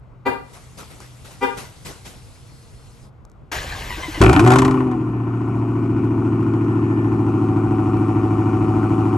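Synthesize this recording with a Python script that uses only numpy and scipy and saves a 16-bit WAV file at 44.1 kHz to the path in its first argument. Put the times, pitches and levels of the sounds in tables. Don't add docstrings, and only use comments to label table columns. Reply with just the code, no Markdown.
import sys
import numpy as np
from scipy import signal
from scipy.fft import rfft, irfft, next_fast_len
from scipy.io import wavfile
from scipy.ndimage import uniform_filter1d

SR = 44100
rng = np.random.default_rng(int(sys.argv[2]) if len(sys.argv) > 2 else 0)


def generate_wav(sig):
    pcm = np.round(np.clip(np.atleast_2d(sig).T, -1, 1) * 32767).astype(np.int16)
    wavfile.write(sys.argv[1], SR, pcm)


N = 404397
T = np.arange(N) / SR
NEAR, FAR = .9, .5

# (frequency [Hz], level [dB])
RASP_COLOUR = [(400, 7.5), (490, -45), (580, -10), (750, -2.5), (1110, -5.5), (1420, -2.5), (1660, -38),
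               (2400, -13), (3800, -42.5), (6000, -63.5)]


def amp(db):
    return 10 ** (np.asarray(db) / 20)


def evened(x):
    return x / np.sqrt(np.mean(x ** 2) + 1e-20)


def read(points, hz):
    f, value = np.transpose(points)
    return np.interp(np.log(hz + 1), np.log(f + 1), value)


def play(rows, fade=0.0059):
    s, *columns = np.transpose(rows)
    gate = np.clip(np.minimum(T - s[0], s[-1] + fade - T) / fade, 0, 1)
    return gate, *(np.interp(T, s, c) for c in columns)


def noise(colour, same, patchy_db):
    hz = np.fft.rfftfreq(512, 1 / SR)
    a, b, c, d, patches = rng.standard_normal((N // 128 + 5, 257, 5)).T
    patches = uniform_filter1d(patches, size=8, axis=0)
    patches = evened(uniform_filter1d(patches, size=14, axis=1))
    left = a + 1j * b
    right = same * left + np.sqrt(1 - same ** 2) * (c + 1j * d)
    z = np.array([left, right]) * amp(read(colour, hz)[:, None] + patchy_db * patches)
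    return evened(signal.istft(z, nperseg=512, noverlap=384)[1][:, :N])


def causal(colour):
    log_gain = np.log(amp(read(colour, abs(np.fft.fftfreq(4096, 1 / SR)))))
    return np.fft.ifft(np.exp(np.conj(signal.hilbert(log_gain)))).real[:2048]


def train(s, size):
    at = np.clip(s * SR, 0, N - 2)
    i = at.astype(int)
    return np.bincount(i, size * (1 - at + i), N) + np.bincount(i + 1, size * (at - i), N)


def strike(clicks, ring):
    return signal.oaconvolve(clicks, ring)[:N]


def resonate(x, hz, width):
    turn = np.exp(2j * np.pi * np.cumsum(hz * np.ones(N)) / SR)
    r = np.exp(-np.pi * width / SR)
    return 2 * (turn * signal.lfilter([1 - r], [1, -r], x / turn)).real


def surroundings(x, t60, level_db):
    t = np.arange(SR // 2) / SR
    tail = rng.standard_normal((2, len(t))) * amp(-60 * t / t60) * (t > .004)
    tail /= np.linalg.norm(tail[0])
    return x + amp(level_db) * signal.fftconvolve(x[None], tail, axes=1)[:, :N]


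def town():
    # (frequency [Hz], level [dB])
    traffic_colour = [(25, -3), (55, -0.5), (120, -20), (220, -23.5), (500, -29), (1220, -34.5),
                      (9000, -76)]
    hum = amp(-48.5) * evened(resonate(rng.standard_normal(N), 123.9, 4.9))
    return amp(-43) * noise(traffic_colour, FAR, 1.5) + hum


def horn():
    # (time [s], length [s], level [dB])
    chirps = [(0.25, 0.034, 5.5), (1.405, 0.064, -0.5)]
    # (fundamental [Hz], list of harmonic levels [dB])
    diaphragms = [(402, [-23.5, -22.5, -23.5, -27, -26.5, -27, -36.5, -42, -41]),
                  (479, [-23, -19.5, -26.5])]
    # (frequency [Hz], level [dB])
    panel = [(218, -37), (267, -22.5), (518, -27.5)]
    rattle = noise([(200, -8.5), (2500, -18.5), (6000, -32.0), (12500, -35.5)], NEAR, 4)[0]
    lines = panel + [(f * (k + 1), d) for f, levels in diaphragms for k, d in enumerate(levels)]
    out = np.zeros(N)
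    for s, length, db in chirps:
        t = np.clip(T - s, 0, 1)
        swell = (1 - np.exp(-(t / 0.022) ** 2)) * np.exp(-np.clip(t - length / 2, 0, 1) / 0.0084)
        bent_time = t - 0.00049 * (1 - np.exp(-t / 0.014))
        buzz = sum(amp(d) * np.sin(2 * np.pi * (f * bent_time + rng.random())) for f, d in lines)
        out += amp(db) * swell * (buzz + amp(-26.5) * rattle)
    return surroundings(out, 0.41, 4.6)


def pump():
    # (time [s], level [dB])
    pump_levels = [(.26, -87), (.5, -53.5), (1.9, -51), (3.05, -56.5)]
    # (frequency [Hz], level [dB])
    pump_colour = [(1500, 10), (11000, 7.5), (12500, -6)]
    # (frequency [Hz], level once fully grown [dB])
    pump_tones = [(468, -63.5), (4296, -68), (5044, -69)]
    gate, db = play(pump_levels, 0.058)
    air = rng.standard_normal(N)
    tones = sum(amp(d) * evened(resonate(air, f, 0.002 * f)) for f, d in pump_tones)
    tones = tones * np.clip(T - 1.3, .3, 1)
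    return gate * (amp(db) * noise(pump_colour, FAR, 1.5) + tones)


def scuffs():
    # (time [s], level [dB])
    rubs = [(0.5305, -40.5), (0.774, -34), (0.903, -41.5), (1.002, -43), (1.244, -38.5), (1.308, -45.5),
            (1.57, -29.5), (1.85, -30), (2.05, -34.5)]
    rise_s, t60_s, tilt_db_per_octave = .012, .4, -4.5
    roughness = uniform_filter1d(rng.standard_normal(N), size=60) * np.sqrt(60)
    grit = noise([(150, -4.5), (12000, 3.5), (13000, -74)], FAR, 2.5) * amp(0.93 * roughness)
    out, t = np.zeros((2, N)), np.arange(SR // 2) / SR
    hz = np.fft.rfftfreq(len(t), 1 / SR) + 100
    tilt = amp(tilt_db_per_octave * np.log2(hz / 4000))
    for s, db in rubs:
        i = round((s - rise_s / 2) * SR)
        part = irfft(rfft(grit[:, i:i + len(t)]) * tilt, len(t))
        out[:, i:i + len(t)] += part * amp(db - 60 * t / t60_s) * (1 - np.exp(-(t / rise_s) ** 2))
    return out


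def ticks():
    # (time [s], level [dB])
    clicks = [(1.004, -22), (3.252, -31), (3.299, -39), (3.317, -38)]
    t = np.arange(400) / SR
    snap = np.exp(-t / 0.0001) * np.cos(2 * np.pi * 6500 * t)
    body = 0.5 * np.exp(-t / 0.0007) * np.sin(2 * np.pi * 1100 * t)
    s, db = np.transpose(clicks)
    return strike(train(s, amp(db)), snap + body)


def knocks():
    # (time [s], level [dB])
    thuds = [(1.592, -42), (3.977, -26.5), (4.081, -19.5), (4.175, -20)]
    t = np.arange(3000) / SR
    s, db = np.transpose(thuds)
    ring = t / 0.0097 * np.exp(1 - t / 0.0064) * np.sin(2 * np.pi * 310 * t)
    return strike(train(s, amp(db)), ring)


def starter():
    # (start [s], end [s])
    crank_s = (3.515, 4.21)
    # (time [s], starting whine pitch [Hz], whine level [dB])
    surges = [(3.631, 1970, -50), (3.719, 1680, -36), (3.808, 1810, -40), (3.899, 1980, -30.5),
              (4.024, 2067, -29), (4.141, 2056, -32)]
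    # (frequency [Hz], level [dB])
    gear_colour = [(200, -20), (330, -2), (2050, -1.5), (2900, -4.5), (10500, -19)]
    t = np.clip(T - crank_s[0], 0, 1)
    gate = np.clip(np.minimum(t, crank_s[1] - T) / 0.0043, 0, 1)
    air = rng.standard_normal((2, N))
    s, top_hz, db = np.transpose(surges)
    last = np.clip(np.searchsorted(s, T) - 1, 0, None)
    since = np.clip(T - s[last], 0, 1)
    swell = (1 - np.exp(-since / 0.0048)) * np.exp(-since / 0.033)
    swell *= 1 + .7 * evened(resonate(air[1], 100, 30))
    waver = 1 + .012 * evened(resonate(air[1], 12, 15))
    hz = top_hz[last] * waver - 900 * since
    turns = np.cumsum(hz) / SR
    whine = sum(amp(d) * np.cos(2 * np.pi * n * turns) for n, d in [(.5, 1.5), (1, 3.0), (1.5, -3.5)])
    chug = evened(resonate(resonate(air[1], 31, 77), 39, 120)) * np.minimum(t / 0.045, 1)
    gear_db = -33.5 + 9 * np.exp(-(t / 0.091) ** 2)
    gears = amp(gear_db) * noise(gear_colour, NEAR, 2.5)
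    return gate * (gears + amp(db[last]) * swell * whine + amp(-30.5) * chug)


def low_throb(at, size, lumps, bank, hz, uneven):
    # (frequency [Hz], width [Hz], signed gain for bank 0, for bank 1)
    pipe_modes = [(105, 35, -2.12, -1.81), (265, 35, -0.34, 0.92), (326, 35, -7.46, 8.24),
                  (329, 37, 6.12, -7.82), (291, 43, 2.12, -1.63)]
    # (time of most damping [s], end [s])
    cold_s = (4.92, 7.3)
    t = np.arange(6000) / SR
    one, two = sum(np.outer([a, b], np.exp(-np.pi * w * t) * np.sin(2 * np.pi * f * t))
                   for f, w, a, b in pipe_modes)
    throb = strike(train(at, size), one + two)
    throb = throb + strike(train(at, size * lumps * (1 - 2 * bank)), one - two)
    octave = resonate(throb, 2 * hz, 4.8)
    throb = throb - resonate(throb, hz, 4.8) - .35 * uneven * octave
    band = signal.butter(3, [76, 455], "band", fs=SR, output="sos")
    throb = evened(signal.sosfiltfilt(band, throb))
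    cold = np.interp(T, [cold_s[0] - 1, *cold_s], [0, .75, 0])
    return throb - cold * resonate(throb, 291, 38)


def side_branches(odd):
    # (frequency [Hz], width of each of two passes [Hz], level over the rasp [dB])
    volumes = [(190, 26, -8.5), (361.9, 26, -2)]
    return sum(amp(d) * evened(resonate(resonate(odd, f, w), f, w)) for f, w, d in volumes)


def flare_drone(hz, turns, climbing):
    # (multiple of firing rate, time of full strength [s], level [dB], fade [dB/s])
    drone_tones = [(3, 4.4, -10, 29)]
    fast = np.clip(np.where(climbing > 0, 1, (hz - 122.3) / 2.1), 0, 1)
    out = 0
    for n, s, db, fade_db in drone_tones:
        rise = np.clip(1 + (T - s) / 0.075, 0, 1)
        level = amp(db - fade_db * np.clip(T - s, 0, 1))
        out = out + rise * level * np.sqrt(2) * np.cos(2 * np.pi * round(n) * turns)
    return fast * out


def muffler_rings(front_s, front_db, note_hz):
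    # (frequency [Hz], width [Hz], level [dB])
    chambers = [(756, 16, 5), (1426, 320, -4), (1760, 15.6, 3), (2920, 160, -17.5)]
    t = np.arange(6000) / SR
    soft = np.minimum(t / .001, 1)
    share_db = 1.8 * rng.standard_normal((len(front_s), len(chambers))).T
    ring = 0
    for (f, w, db), share in zip(chambers, share_db):
        body = soft * w * np.exp(-np.pi * w * t) * np.sin(2 * np.pi * f * t)
        ring = ring + strike(train(front_s, amp(db + front_db + share)), body)
    dying = soft * np.exp(-np.pi * 80 * t)
    note_size = amp(front_db + share_db[0] / 2)
    notes = sum(strike(train(front_s, note_size * (note_hz == f)), dying * np.sin(2 * np.pi * f * t))
                for f in np.unique(note_hz))
    return ring, notes


def tailpipe_rasp(fronts, rings, rough, hz, turns):
    ring, notes = rings
    rounded = signal.lfilter(*signal.butter(2, 2400, fs=SR), fronts)
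    plain = evened(strike(rounded, causal(RASP_COLOUR)))
    bright = 1.2 * (rough - rough.min()) * evened(np.gradient(np.gradient(plain)))
    rasp = bright + amp(-15.0 + 6 * rough) * plain
    rasp = rasp + amp(-12) * evened(ring) + amp(-5.5 - 32.5 * rough) * evened(notes)
    overtones = sum(amp(read(RASP_COLOUR, n * hz)) * np.cos(2 * np.pi * n * turns + n * n)
                    for n in range(6, 14))
    rasp = rasp + amp(-14) * overtones
    return rasp * (1 + 6 * after_cracks(0.27, 0.0088))


def engine():
    # (time [s], rate [Hz])
    firing = [(4.2, 46.0), (4.3, 63.0), (4.4, 105.0), (4.45, 122.33), (4.57, 129.65), (4.65, 131.64),
              (4.85, 128.4), (5.0, 119.75), (5.1, 117.21), (5.5, 115.59), (6.1, 112.59), (6.4, 110.93),
              (7.0, 109.9), (7.3, 108.66), (7.9, 106.93), (8.5, 106.82), (9.1, 107.65)]
    # (bank 0 or 1, delay [ms], strength [dB])
    cylinders = [(1, 1.42, 3.2), (0, 1.63, -0.2), (0, 1.24, 3.0), (1, 1.08, -0.7), (0, 1.25, -1.3),
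                 (1, 1.96, 2.0), (1, 1.13, 4.3), (0, 1.79, -0.7)]
    # (strength before evening [dB], note it rings [Hz])
    front_rows = [(3, 1050), (1.5, 900), (8.5, 1060), (6.5, 950), (4.5, 850), (3.5, 800), (4.5, 1150),
                  (2, 1100)]
    # (time [s], rasp level [dB], low throb level [dB])
    exhaust = [(4.3, -18, -15.5), (4.4, -21.5, -21), (4.5, -22, -13), (4.7, -26.5, -14),
               (4.9, -33.5, -17.5), (5.15, -37, -28), (5.5, -34.5, -26.5), (6, -34, -21), (9.1, -29.5, -21)]
    # (frequency [Hz], level [dB])
    hiss_colour = [(1200, 5), (10500, 4), (12500, -12.5)]

    _, rasp_db, throb_db = play(exhaust)
    hiss_db = -9 + 1.56 * rasp_db
    run_up_end_s = 4.45
    climbing = np.clip((run_up_end_s - T) / 0.17, 0, 1)
    tone_db = climbing * -13.5 + (1 - climbing) * (-23.5 + 0.55 * (T - run_up_end_s))
    gate = np.clip((T - 4.204) / .004, 0, 1)

    hz = play(firing)[1]
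    first_turn = .83
    turns = first_turn + np.cumsum(hz * (T >= firing[0][0])) / SR
    uneven = np.clip((130 - hz) / 16, .25, .8)
    rough = np.clip(.07 + (hiss_db + 50) / 60, .07, 1)

    k = np.arange(1, int(turns[-1]))
    s = np.interp(k, turns, T)
    bank, delay_ms, db = np.array(cylinders)[k % 8].T
    front_db, note_hz = np.array(front_rows)[k % 8].T
    lumps = np.interp(s, T, uneven)
    chance = np.interp(s, T, rough) * rng.standard_normal((len(k), 4)).T
    mean_ms = np.mean(cylinders, 0)[1]
    at = s + (mean_ms + lumps * (delay_ms - mean_ms) + .5 * chance[0]) / 1000
    size = amp(lumps * db + 4.9 * chance[1])

    throb = low_throb(at, size, lumps, bank, hz, uneven)
    branches = side_branches(train(at, size * (1 - 2 * bank)))
    tone = np.sqrt(2) * np.cos(2 * np.pi * (turns + .52))

    front_s = s + (1.9 + .6 * chance[2]) / 1000
    fronts = train(front_s, amp(lumps * front_db + 4 * chance[3]))
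    puffs = evened(signal.lfilter([1], [1, -np.exp(-1 / (0.02 * SR))], fronts))
    turbulence = amp(-5) * noise(RASP_COLOUR, NEAR, 2) * (1 + puffs)
    hiss = noise(hiss_colour, NEAR, 1.5) * (1 + puffs) / 2

    rings = muffler_rings(front_s, front_db, note_hz)
    rasp = tailpipe_rasp(fronts, rings, rough, hz, turns)
    rasp = surroundings(gate * amp(rasp_db) * rasp, .1, -8)
    low = amp(throb_db) * throb + amp(tone_db) * tone
    airy = amp(rasp_db) * (turbulence + uneven * branches) + amp(hiss_db) * hiss
    return gate * (low + airy) + rasp + flare_drone(hz, turns, climbing)


def after_cracks(share, decay_s):
    # (time [s], relative level [dB])
    crack_rows = [(4.2152, -1), (4.237, -10), (4.259, -13), (4.293, -8.5), (4.3298, -7), (4.364, -17),
                  (4.395, -6), (4.463, -15), (4.4746, -9), (4.504, -8), (4.5186, -7.5), (4.536, -11.5),
                  (4.558, -7), (4.586, -3), (4.6196, -13.5), (4.649, -10.5), (4.68, -24), (4.7104, -20.5),
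                  (4.741, -33), (4.774, -38), (4.805, -36), (4.913, -32)]
    s, db = np.transpose(crack_rows)
    return strike(train(s, amp(share * db)), np.exp(-np.arange(2500) / (decay_s * SR)))


def cracks():
    colour = [(1200, 8), (4500, -10.0), (9000, -11.0), (12500, -25)]
    return 0.5 * after_cracks(1, 0.009) * noise(colour, NEAR, 0.4)


def ports(x, lower_hz=0):
    # (frequency [Hz], lead of the left [radians])
    lead = [(0, 0), (1460, .4), (1980, 5.9), (3010, 7.2), (7750, 6.8), (11400, .1)]
    # (frequency [Hz], left minus right [dB])
    tilt = [(60, -1), (1100, 4), (11800, 0)]
    size = next_fast_len(N + 4096)
    hz = np.fft.rfftfreq(size, 1 / SR)
    phase = np.exp(.5j * np.interp(hz + lower_hz, *np.transpose(lead)))
    half = amp(read(tilt, hz) / 2) * phase
    bass_cut = 1 + (35 / (hz + 1)) ** 4
    return irfft(rfft(x, size) * [half, 1 / half] / bass_cut, size)[:, :N]


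def scene():
    around = town() + horn() + pump() + scuffs() + ticks() + knocks()
    return ports(around + engine() + cracks()) + ports(starter(), 350)


def record(dry):
    loud = dry / (1 + abs(dry / .97) ** 4) ** .25
    low_pass = signal.firwin(511, 12450, window=("kaiser", 9), fs=SR)
    return signal.oaconvolve(loud, low_pass[None], "same")


dry = scene()
out = record(dry)
generate_wav(out)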